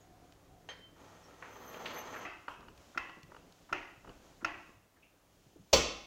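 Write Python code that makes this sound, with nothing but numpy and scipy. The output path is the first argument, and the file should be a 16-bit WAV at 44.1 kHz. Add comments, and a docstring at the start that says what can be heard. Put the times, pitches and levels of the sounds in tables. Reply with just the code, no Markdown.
"""First comes a faint rustle of clothes and boots over a low hum, in a timber garage.
The steel handle of a hydraulic floor jack pings, then the jack rolls over concrete, its dry axles
squealing thinly. The handle is pumped: it clacks against its socket going up, and the piston knocks
more softly going down. After a pause the car lands on a steel stand with one loud clank
that rings through the room."""
import sys
import numpy as np
from scipy import signal
from scipy.fft import rfft, irfft, next_fast_len
from scipy.io import wavfile
from scipy.ndimage import uniform_filter1d, map_coordinates

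SR = 44100
rng = np.random.default_rng(int(sys.argv[2]) if len(sys.argv) > 2 else 0)


def to_wav(sig):
    """Store sig (one row per channel, or 1-D mono) as 16-bit WAV at the path in sys.argv[1].

    Samples outside -1..1 are clipped; the rate is SR.
    """
    pcm = np.clip(np.atleast_2d(sig), -1, 1) * 32767
    pcm = np.round(pcm).astype(np.int16)
    wavfile.write(sys.argv[1], SR, pcm.T)  # frames by channels


N = 267461

# A fade time (t60) is how long a sound takes to drop by 60 dB. # A colour lists how strong a noise is from low
# to high; a ring lists the notes of a struck object. # background levels, each holding from its start until the
# next row: (start [s], shuffle level [dB], cloth level [dB], hiss level [dB], hum change [dB])
BACKGROUND_STEPS = [(0, -65, -69.5, -74.5, -0.5), (1.0, -65.5, -68.5, -70, 0.5), (2.25, -68, -73.5, -72.5, -7),
                    (4.76, -72.5, -74, -78.5, -11), (5.3, -70, -73.5, -73, -7.5)]
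# leaning on the handle, then lifting it again: (time [s], push level [dB], slide level [dB])
PUSHES = [(2.56, -59.5, -69), (3.27, -58.5, -75.5), (4.03, -57.5, -71.5)]
# colours of shuffling boots, rustling cloth and its hiss: (frequency [Hz], level [dB])
SHUFFLE_COLOUR = [(13, -43), (22, 1.5), (49, 0.5), (134, -2.5), (172, -1), (236, -4), (273, -1),
                  (547, -6.5), (588, -15.5), (700, -7), (910, -44), (1540, -120)]
CLOTH_COLOUR = [(250, -29), (550, 6), (1300, -1), (2500, -9), (4000, -40.5)]
HISS_COLOUR = [(1500, -7.5), (3000, 2.5), (4500, -1.5), (6800, 0.5), (8800, -11.5), (15000, -16.5)]
# tones of the garage's hum: (pitch [Hz], level [dB])
HUM_TONES = [(63, -74.5), (102.3, -71), (166.9, -73), (291, -76.5), (334, -77.5), (398, -77)]
# the loaded jack's faint tone: (time [s], length [s], level [dB])
GROANS = [(0, 0.3, -66), (.48, 0.11, -68)]
# squeaks and scrapes of loaded steel: (time [s], level [dB], pitch [Hz], width [Hz], fade time [s])
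SQUEAKS = [(0.0, -64, 6750, 250, 0.18), (1.03, -78, 5900, 130, .9), (1.235, -59, 5550, 220, 0.14),
           (2.944, -43.5, 1150, 1000, 0.085), (3.688, -41.5, 1240, 700, 0.072),
           (4.407, -45, 1250, 800, 0.089), (4.96, -64, 1700, 700, .14), (5.02, -63, 2580, 550, 0.42)]
# grit snapping underfoot: (time [s], level [dB])
GRIT_SNAPS = [(0.323, -56), (2.607, -56.5), (2.7764, -51), (3.2311, -47), (3.523, -52)]
# colour of a sharp snap, of grit or of steel: (frequency [Hz], level [dB])
SNAP_COLOUR = [(1200, -8), (3000, 4.5), (4500, 0.5), (7000, -5), (10000, -23), (15000, -17)]
# thuds of the loose handle and of boots: (time [s], level [dB], pitch [Hz])
THUDS = [(.52, -53, 130), (2.645, -53.5, 260), (2.78, -54, 110), (2.958, -44, 302), (3.169, -50.5, 294),
         (3.235, -52.5, 130), (3.713, -50, 293), (3.975, -59, 119), (4.425, -46.5, 308), (4.69, -59, 300),
         (4.767, -60, 110), (5.461, -55.5, 149), (5.558, -50.5, 294), (5.595, -49.5, 140)]

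# the handle shifting in its socket: (time [s], level [dB])
PINGS = [(0.6887, -43)]
# colour of the tick that starts a ping: (frequency [Hz], level [dB])
TICK_COLOUR = [(150, -22), (520, 5), (800, 1), (1900, 5), (2500, -2), (4400, -4.5), (5500, -15),
               (9000, -28), (15000, -47)]
# ring of the handle's tube: (pitch [Hz], level [dB], fade time [s])
TUBE_RING = [(520, -7.5, .45), (1100, -25, .4), (1830, -4, 0.28), (2940, -24, .26), (3140, 1, 0.32),
             (3330, -12, .35), (4430, -18, .3), (6340, -6, 0.17)]
# how long the garage echoes: (frequency [Hz], fade time [s])
ECHO_TIMES = [(60, 0.56), (150, 0.54), (500, 0.56), (1000, 0.65), (2700, 0.63), (5400, 0.63), (7700, 0.45),
              (11000, 0.32), (15000, 0.19)]

# colour of steel wheels on concrete: (frequency [Hz], level [dB])
WHEEL_COLOUR = [(35, -39), (70, -15), (200, -3.5), (480, 0.5), (1320, 2), (1500, -4.5), (1900, -9.5),
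                (2500, -10), (4600, -21), (5600, -21.5), (6350, -12.5), (9500, -40.5), (13500, -39),
                (15500, -34)]
# pitches that the jack's frame makes louder: (pitch [Hz], width [Hz], boost [dB])
FRAME_BOOSTS = [(244, 8.4, 12.5), (393, 14, 7.5), (491, 38, 6.5), (620, 14, 5), (762, 14, 5.5),
                (860, 28, 5), (1858, 62, 10.5), (2300, 27, 3), (3160, 70, 7), (3300, 110, 5.5),
                (4060, 64, 7), (4330, 38, 10), (5060, 57, 7)]
# low and high axle squeal: (pitch [Hz], width [Hz], level at full speed [dB], power of speed [no unit])
SQUEAL_TONES = [(6200, 170, -64.5, 1.25), (13050, 100, -73, 1.7)]
# a dry axle catching, so that the squeal flares: (time [s], half length [s], boost [dB])
AXLE_CATCHES = [(1.53, .04, 12), (1.685, 0.039, 15.5), (1.98, 0.031, 17.5), (2.23, .02, 5)]
# colour of the thin hiss around the squeal: (frequency [Hz], level [dB])
THIN_HISS_COLOUR = [(9000, -30), (12000, -9), (13500, 0), (15500, -3)]
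# wheels hitting pits in the floor: (time [s], level [dB], pitch [Hz])
JOLTS = [(1.424, -38, 1550), (1.444, -44, 1790), (1.742, -43.5, 1990), (1.857, -32.5, 2760),
         (1.966, -36.5, 1867), (2.143, -37.5, 1520), (2.16, -38.5, 1700)]

# the handle meeting its socket (clacks) and the piston ending a stroke (knocks):
# (time [s], level [dB], treble tilt [dB per octave], echo change [dB])
CLACKS = [(2.249, -42, -4, 13), (2.9735, -22, 2.5, -5), (3.725, -21, 2.5, -4.5), (4.4445, -21, 5, -4.5)]
KNOCKS = [(2.4799, -27.5, 2, -3), (2.626, -46.5, -2, -7), (2.682, -42, 8.5, -11), (3.0935, -40.5, 8, -10),
          (3.317, -45.5, -8, -7), (3.345, -43.5, 3, -16), (3.363, -43, 7.5, -4), (4.044, -47.5, -8.5, -4),
          (4.073, -44, 0, -3), (4.091, -44.5, 11.5, -3)]
# rings of the socket and the piston: (pitch [Hz], level [dB], fade time [s])
SOCKET_RING = [(345, -23, 0.0067), (720, -36.5, 0.0083), (1030, -10, 0.015), (1396, 5.5, 0.011),
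               (1786, -7.5, 0.017), (2570, -9.5, 0.021), (2950, -41, .012), (5400, -22, 0.014),
               (6330, -30.5, 0.024)]
PISTON_RING = [(374, -20.5, 0.018), (616, -14.5, 0.036), (765, -29, 0.0076), (970, -4, 0.02),
               (1207, -0.5, 0.028), (1414, -4.5, 0.0093), (2560, -39, .02), (2910, -17.5, 0.015),
               (4500, -28.5, .012)]
# quick contacts within one clack or knock: (delay [s], level [dB])
CLACK_CHATTER = [(0, -12), (.0015, -1.5), (.0044, -1)]
KNOCK_CHATTER = [(0, -5), (.0021, 2), (.0058, -11)]
# colours of their echoes: (frequency [Hz], level [dB])
CLACK_ECHO = [(90, -3), (210, -12), (325, 9), (460, -8), (700, 1.5), (1400, 2), (1600, -3), (2000, 5),
              (2330, -5.5), (2580, 4), (2850, -2), (3500, -18.5), (6500, -23), (9000, -48), (15000, -38)]
KNOCK_ECHO = [(100, -3), (200, -21), (275, -3), (430, -9.5), (800, 2), (1500, 2), (2050, -14), (2700, -2),
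              (3600, -21), (7000, -26), (10000, -35)]

# the car landing on the stand: (time [s], level [dB])
CLANKS = [(5.728, -7.5)]
# ring of the stand's plates: (pitch [Hz], level [dB], fade time [s])
STAND_RING = [(51.2, -11.5, 1), (67, -5, 0.47), (153.5, -9.5, 0.53), (330.5, -7, 0.7), (454, 0, 0.38),
              (520, -2, 0.35), (567.4, -3, 0.42), (609, -11, 0.29), (1020, -8, 0.45), (2206, -11.5, .8),
              (2318, -12, 0.5), (2530, -11, 0.6), (2640, -7, .55), (3053, -7.5, 0.42), (3405, -8, 0.45),
              (3460, -12.5, 0.92), (4170, -22, 0.49), (4474, -4, 0.54), (4480, 0, 0.43), (4950, -10, .55),
              (5487, -17, 0.37), (5779, 0.5, 0.24), (5800, -3, 0.43), (6600, -13, .42), (7500, -8, 0.39)]
# colours of the landing's crunch and of its echo: (frequency [Hz], level [dB])
CRUNCH_COLOUR = [(30, -7), (65, 5), (130, -17), (390, -7.5), (520, 15), (700, 4), (1050, 3.5), (1700, -15),
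                 (2600, 0.5), (4600, 1), (6600, -1.5), (8800, -25), (12000, -27), (15000, -20)]
CLANK_ECHO = [(30, -5), (60, 6.5), (120, -6), (240, 3.5), (400, 0.5), (520, 6.5), (700, -3), (1080, -0.5),
              (1700, -13.5), (2500, -0.5), (4000, -7.5), (5900, -5.5), (7700, -13.5), (8800, -27.5),
              (15000, -20.5)]

CREEP_S, PULL_S, STOP_S = 0.94, 1.425, 2.235  # the jack creeps, is pulled up to speed, and stops
TOP_HZ = 15800


def amp(db):
    """Turn decibels into a number to multiply by."""
    return 10 ** (np.asarray(db) / 20)


def unit(x):
    """Scale a signal to an average strength (rms) of 1."""
    return x / np.sqrt(np.mean(x ** 2) + 1e-20)


def along(points, hz):
    """Read between (frequency, value) points, spaced by octaves."""
    freqs, values = np.transpose(points)
    return np.interp(np.log(hz + 1), np.log(freqs + 1), values)


def gains(rows, blend_s=0.11):
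    """One loudness curve for each dB column; each row holds, then blends into the next."""
    starts, *columns = np.transpose(rows)
    row = np.clip(np.searchsorted(starts, np.arange(N) / SR, side="right") - 1, 0, None)
    return [amp(uniform_filter1d(db[row], int(blend_s * SR))) for db in columns]


def wobble(rate):
    """A smooth curve through `rate` random points a second."""
    points = rng.standard_normal(int(N * rate / SR) + 4)
    return map_coordinates(points, [np.arange(N) * rate / SR])


def filtered(x, response):
    """Turn each frequency in x up or down by response(hz)."""
    size = next_fast_len(len(x) + SR // 4)
    hz = np.fft.rfftfreq(size, 1 / SR)
    return irfft(rfft(x, size) * response(hz), size)[:len(x)]


def noise(colour, size=N):
    """Noise of the given colour, at strength 1."""
    return unit(filtered(rng.standard_normal(size), lambda hz: amp(along(colour, hz))))


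def whine(centre_hz, width):
    """Noise gathered around one pitch: the smaller the width, the more like a tone."""
    return unit(filtered(rng.standard_normal(N), lambda hz: 1 / (1 + (2 * (hz - centre_hz) / width) ** 2)))


def swell(s, rise, hold, t60):
    """A loudness curve that starts at time s, rises, holds and dies away."""
    t = np.arange(N) / SR - s
    return np.clip(t / rise, 0, 1) * amp(-60 * np.maximum(t - rise - hold, 0) / t60)


def fade(t60, rise):
    """The one-second loudness curve of a hit: a quick rise, then a fall."""
    t = np.arange(SR) / SR
    return amp(-60 * t / t60) * (1 - np.exp(-(t / rise) ** 2))


def ring(notes, drift):
    """Struck metal: fading notes, each wavering by about `drift` radians."""
    t = np.arange(SR) / SR
    return sum(amp(db - 60 * t / t60) * np.sin(2 * np.pi * hz * t + drift * wobble(24.3)[:SR])
               for hz, db, t60 in notes)


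def rustling():
    """Boots shuffle and clothes rustle more with each push; the handle hisses as it slides back."""
    shuffle, cloth, hiss, _ = gains(BACKGROUND_STEPS)
    push = sum(amp(db) * swell(s, rise=0.021, hold=0.057, t60=1) for s, db, _ in PUSHES)
    slide = sum(amp(db) * swell(s + 0.15, rise=0.09, hold=0.092, t60=1) for s, _, db in PUSHES)
    restless = amp(0.63 * wobble(8))
    boots = np.hypot(shuffle, push) * noise(SHUFFLE_COLOUR) * unit(amp(2.1 * wobble(30)))
    clothes = np.hypot(cloth, amp(-12) * push + amp(1.5) * slide) * noise(CLOTH_COLOUR)
    hissing = np.hypot(hiss, slide) * noise(HISS_COLOUR)
    return boots + restless * (clothes + hissing)


def microphone_hiss():
    """A steady, faint hiss under everything."""
    return amp(-76.5) * rng.standard_normal(N)


def hum():
    """A faint, slightly unsteady hum in the garage."""
    t = np.arange(N) / SR
    tones = sum(np.sqrt(2) * amp(db) * np.sin(2 * np.pi * hz * t + 0.5 * wobble(7))
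                for hz, db in HUM_TONES)
    return gains(BACKGROUND_STEPS)[-1] * tones


def groans():
    """The loaded jack gives off a faint, fuzzy tone."""
    loudness = sum(amp(db) * swell(s, rise=0.02, hold=length, t60=0.25) for s, length, db in GROANS)
    return loudness * whine(centre_hz=731, width=55)


def squeaks():
    """Steel under load squeaks and scrapes briefly."""
    out = np.zeros(N)
    for s, db, hz, width, t60 in SQUEAKS:
        add(out, s, amp(db) * fade(t60, rise=0.0075) * whine(hz, width)[:SR])
    return out


def grit():
    """Grains snap underfoot, each a tiny burst of bright noise."""
    out = np.zeros(N)
    for s, db in GRIT_SNAPS:
        add(out, s, amp(db + 2) * fade(t60=0.014, rise=0.00053) * noise(SNAP_COLOUR, size=SR))
    return out


def thuds():
    """The handle takes up its slack and boots shift, each with a dull thud."""
    out = np.zeros(N)
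    for s, db, hz in THUDS:
        add(out, s, amp(db) * fade(t60=0.12, rise=0.0026) * whine(hz, width=0.92 * hz)[:SR])
    return out


def ping():
    """The handle's tube ticks, rings while it slips in the socket, and one note sings on."""
    out = np.zeros(N)
    t = np.arange(N) / SR
    sing_hz = 3105
    for s, db in PINGS:
        tick = amp(4) * fade(t60=0.016, rise=0.00027) * noise(TICK_COLOUR, size=SR)
        slip = 0.5 + 0.5 / (1 + (t[:SR] / 0.04) ** 6)  # the ring drops when the slip ends
        tube = amp(-2.5) * ring(TUBE_RING, drift=0.54)
        echo = amp(-4.5) * garage_echo(TICK_COLOUR, rise=0.0046)
        add(out, s, amp(db) * (tick + slip * fade(t60=17, rise=0.0013) * (tube + echo)))
        note = np.sin(2 * np.pi * sing_hz * t + 0.5 * wobble(38.8))
        flicker = amp(2 * wobble(46.5))
        out += amp(db - 14.5) * swell(s + 0.055, rise=0.098, hold=0, t60=0.34) * note * flicker
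    return out


def garage_echo(colour, rise):
    """The room answers a hit: its many weak notes ripple the colour, and each dies at its own speed."""
    ripple_hz = np.arange(0, SR / 2, 45)
    ripple_db = 3 * rng.standard_normal(len(ripple_hz))
    wash = filtered(noise(colour, size=SR),  # the ripple is gentler below 1000 Hz
                    lambda hz: amp(np.interp(hz, ripple_hz, ripple_db) * np.clip(hz / 1000, 0, 1)))
    hz, t, bands = signal.stft(unit(wash), SR, nperseg=512)
    dying = amp(-60 * t / along(ECHO_TIMES, hz)[:, None])
    tail = signal.istft(bands * dying, SR, nperseg=512)[1][:SR]
    build_up = 1 - np.exp(-(np.arange(SR) / SR / rise) ** 2)
    return tail * build_up


def travel():
    """Two curves from 0 to 1: whether the jack is moving, and how fast."""
    moving = swell(CREEP_S, rise=0.05, hold=STOP_S - CREEP_S - 0.04, t60=0.09)
    pace = np.interp(np.arange(N) / SR, [PULL_S, PULL_S + 0.48], [0.21, 1])
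    return moving, moving * pace


def rolling(speed):
    """Steel wheels grind over concrete and crush sand, louder as they go faster."""
    grains = rng.standard_normal(N) * (rng.random(N) < 1500 / SR)  # about 1500 grains a second
    sand = unit(filtered(grains, lambda hz: amp(along(WHEEL_COLOUR, hz))))
    grind = jack_frame(noise(WHEEL_COLOUR) + 0.77 * sand)
    roughness = unit(amp(1.53 * wobble(70)))
    return amp(-47.5) * speed * grind * roughness


def jack_frame(x):
    """The frame boosts its own pitches in a sound passing through; the result has strength 1."""
    def response(f):
        return 1 + sum((amp(db) - 1) * 1j * f * width / (hz * hz - f * f + 1j * f * width)
                       for hz, width, db in FRAME_BOOSTS)
    return unit(filtered(x, response))


def squeal(moving, speed):
    """Dry axles squeal in a thin hiss; the squeal grows with speed and flares when an axle catches."""
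    t = np.arange(N) / SR
    out = np.zeros(N)
    flare_db = sum(db * np.exp(-0.5 * ((t - s) / half) ** 2) for s, half, db in AXLE_CATCHES)
    flare_shares = [0.38, 1]  # the lower tone flares less
    for share, (hz, width, db, power) in zip(flare_shares, SQUEAL_TONES):
        tone = whine(hz, width) * unit(amp(2.1 * wobble(28.47)))
        out += amp(db + share * flare_db) * speed ** power * tone
    hiss = swell(PULL_S, rise=0.18, hold=0.23, t60=2.1) * noise(THIN_HISS_COLOUR)
    return out + amp(-68) * moving * hiss


def jolts():
    """The wheels hit pits in the floor, knocking through the frame and into the room."""
    out = np.zeros(N)
    for s, db, hz in JOLTS:
        colour = [(hz / 12, -16), (hz / 3, -3), (hz, 0), (hz * 1.5, -5), (hz * 2.4, -24), (hz * 5, -44)]
        knock = amp(-4) * fade(t60=0.06, rise=0.00052) * jack_frame(noise(colour, size=SR))
        echo = amp(-13) * garage_echo(colour, rise=0.0027)
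        add(out, s, amp(db) * (knock + echo))
    return out


def pumping():
    """A clack as the handle comes up, softer knocks as it is pushed down."""
    up = steel_hits(CLACKS, SOCKET_RING, CLACK_CHATTER, CLACK_ECHO, echo_db=-13, crack_db=-20.5)
    down = steel_hits(KNOCKS, PISTON_RING, KNOCK_CHATTER, KNOCK_ECHO, echo_db=-16.5, crack_db=-39)
    return up + down


def steel_hits(hits, notes, chatter, echo_colour, echo_db, crack_db):
    """Steel meets steel and chatters for a few milliseconds; each hit has its own brightness."""
    out = np.zeros(N)
    for s, db, tilt_db, echo_change_db in hits:
        tilted = [(hz, level + tilt_db * np.log2(hz / 1400), t60) for hz, level, t60 in notes]
        steel = ring(tilted, drift=0.25) * fade(t60=9, rise=0.00047)
        for delay, contact_db in chatter:
            crack = amp(crack_db) * fade(t60=0.027, rise=0.00072) * noise(SNAP_COLOUR, size=SR)
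            add(out, s + 0.001 + delay, amp(db + contact_db) * (steel + crack))
        add(out, s, amp(db + echo_db + echo_change_db) * garage_echo(echo_colour, rise=0.0021))
    return out


def clank():
    """The car lands on the stand: steel crunches, plates ring in close, throbbing pairs, the room echoes."""
    out = np.zeros(N)
    for s, db in CLANKS:
        crunch = amp(1.5) * fade(t60=0.056, rise=0.0062) * noise(CRUNCH_COLOUR, size=SR)
        plates = amp(-22.5) * fade(t60=9, rise=0.0035) * ring(STAND_RING, drift=0.45)
        echo = amp(-16.5) * garage_echo(CLANK_ECHO, rise=0.012)
        add(out, s, amp(db) * (crunch + plates + echo))
    return out


def add(out, s, sound):
    """Mix a sound into out at time s."""
    part = out[max(round(s * SR), 0):][:len(sound)]
    part += sound[:len(part)]


def scene():
    """All the sounds together, in one channel."""
    moving, speed = travel()
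    steel = pumping() + clank() + ping()
    wheels = rolling(speed) + squeal(moving, speed) + jolts()
    small_sounds = groans() + squeaks() + thuds() + grit()
    background = rustling() + microphone_hiss() + hum()
    return (steel + wheels + small_sounds + background)[None]


def record(dry):
    """Cut away the highest treble, above TOP_HZ."""
    return np.array([filtered(x, lambda hz: hz < TOP_HZ) for x in dry])


dry = scene()
out = record(dry)
to_wav(out)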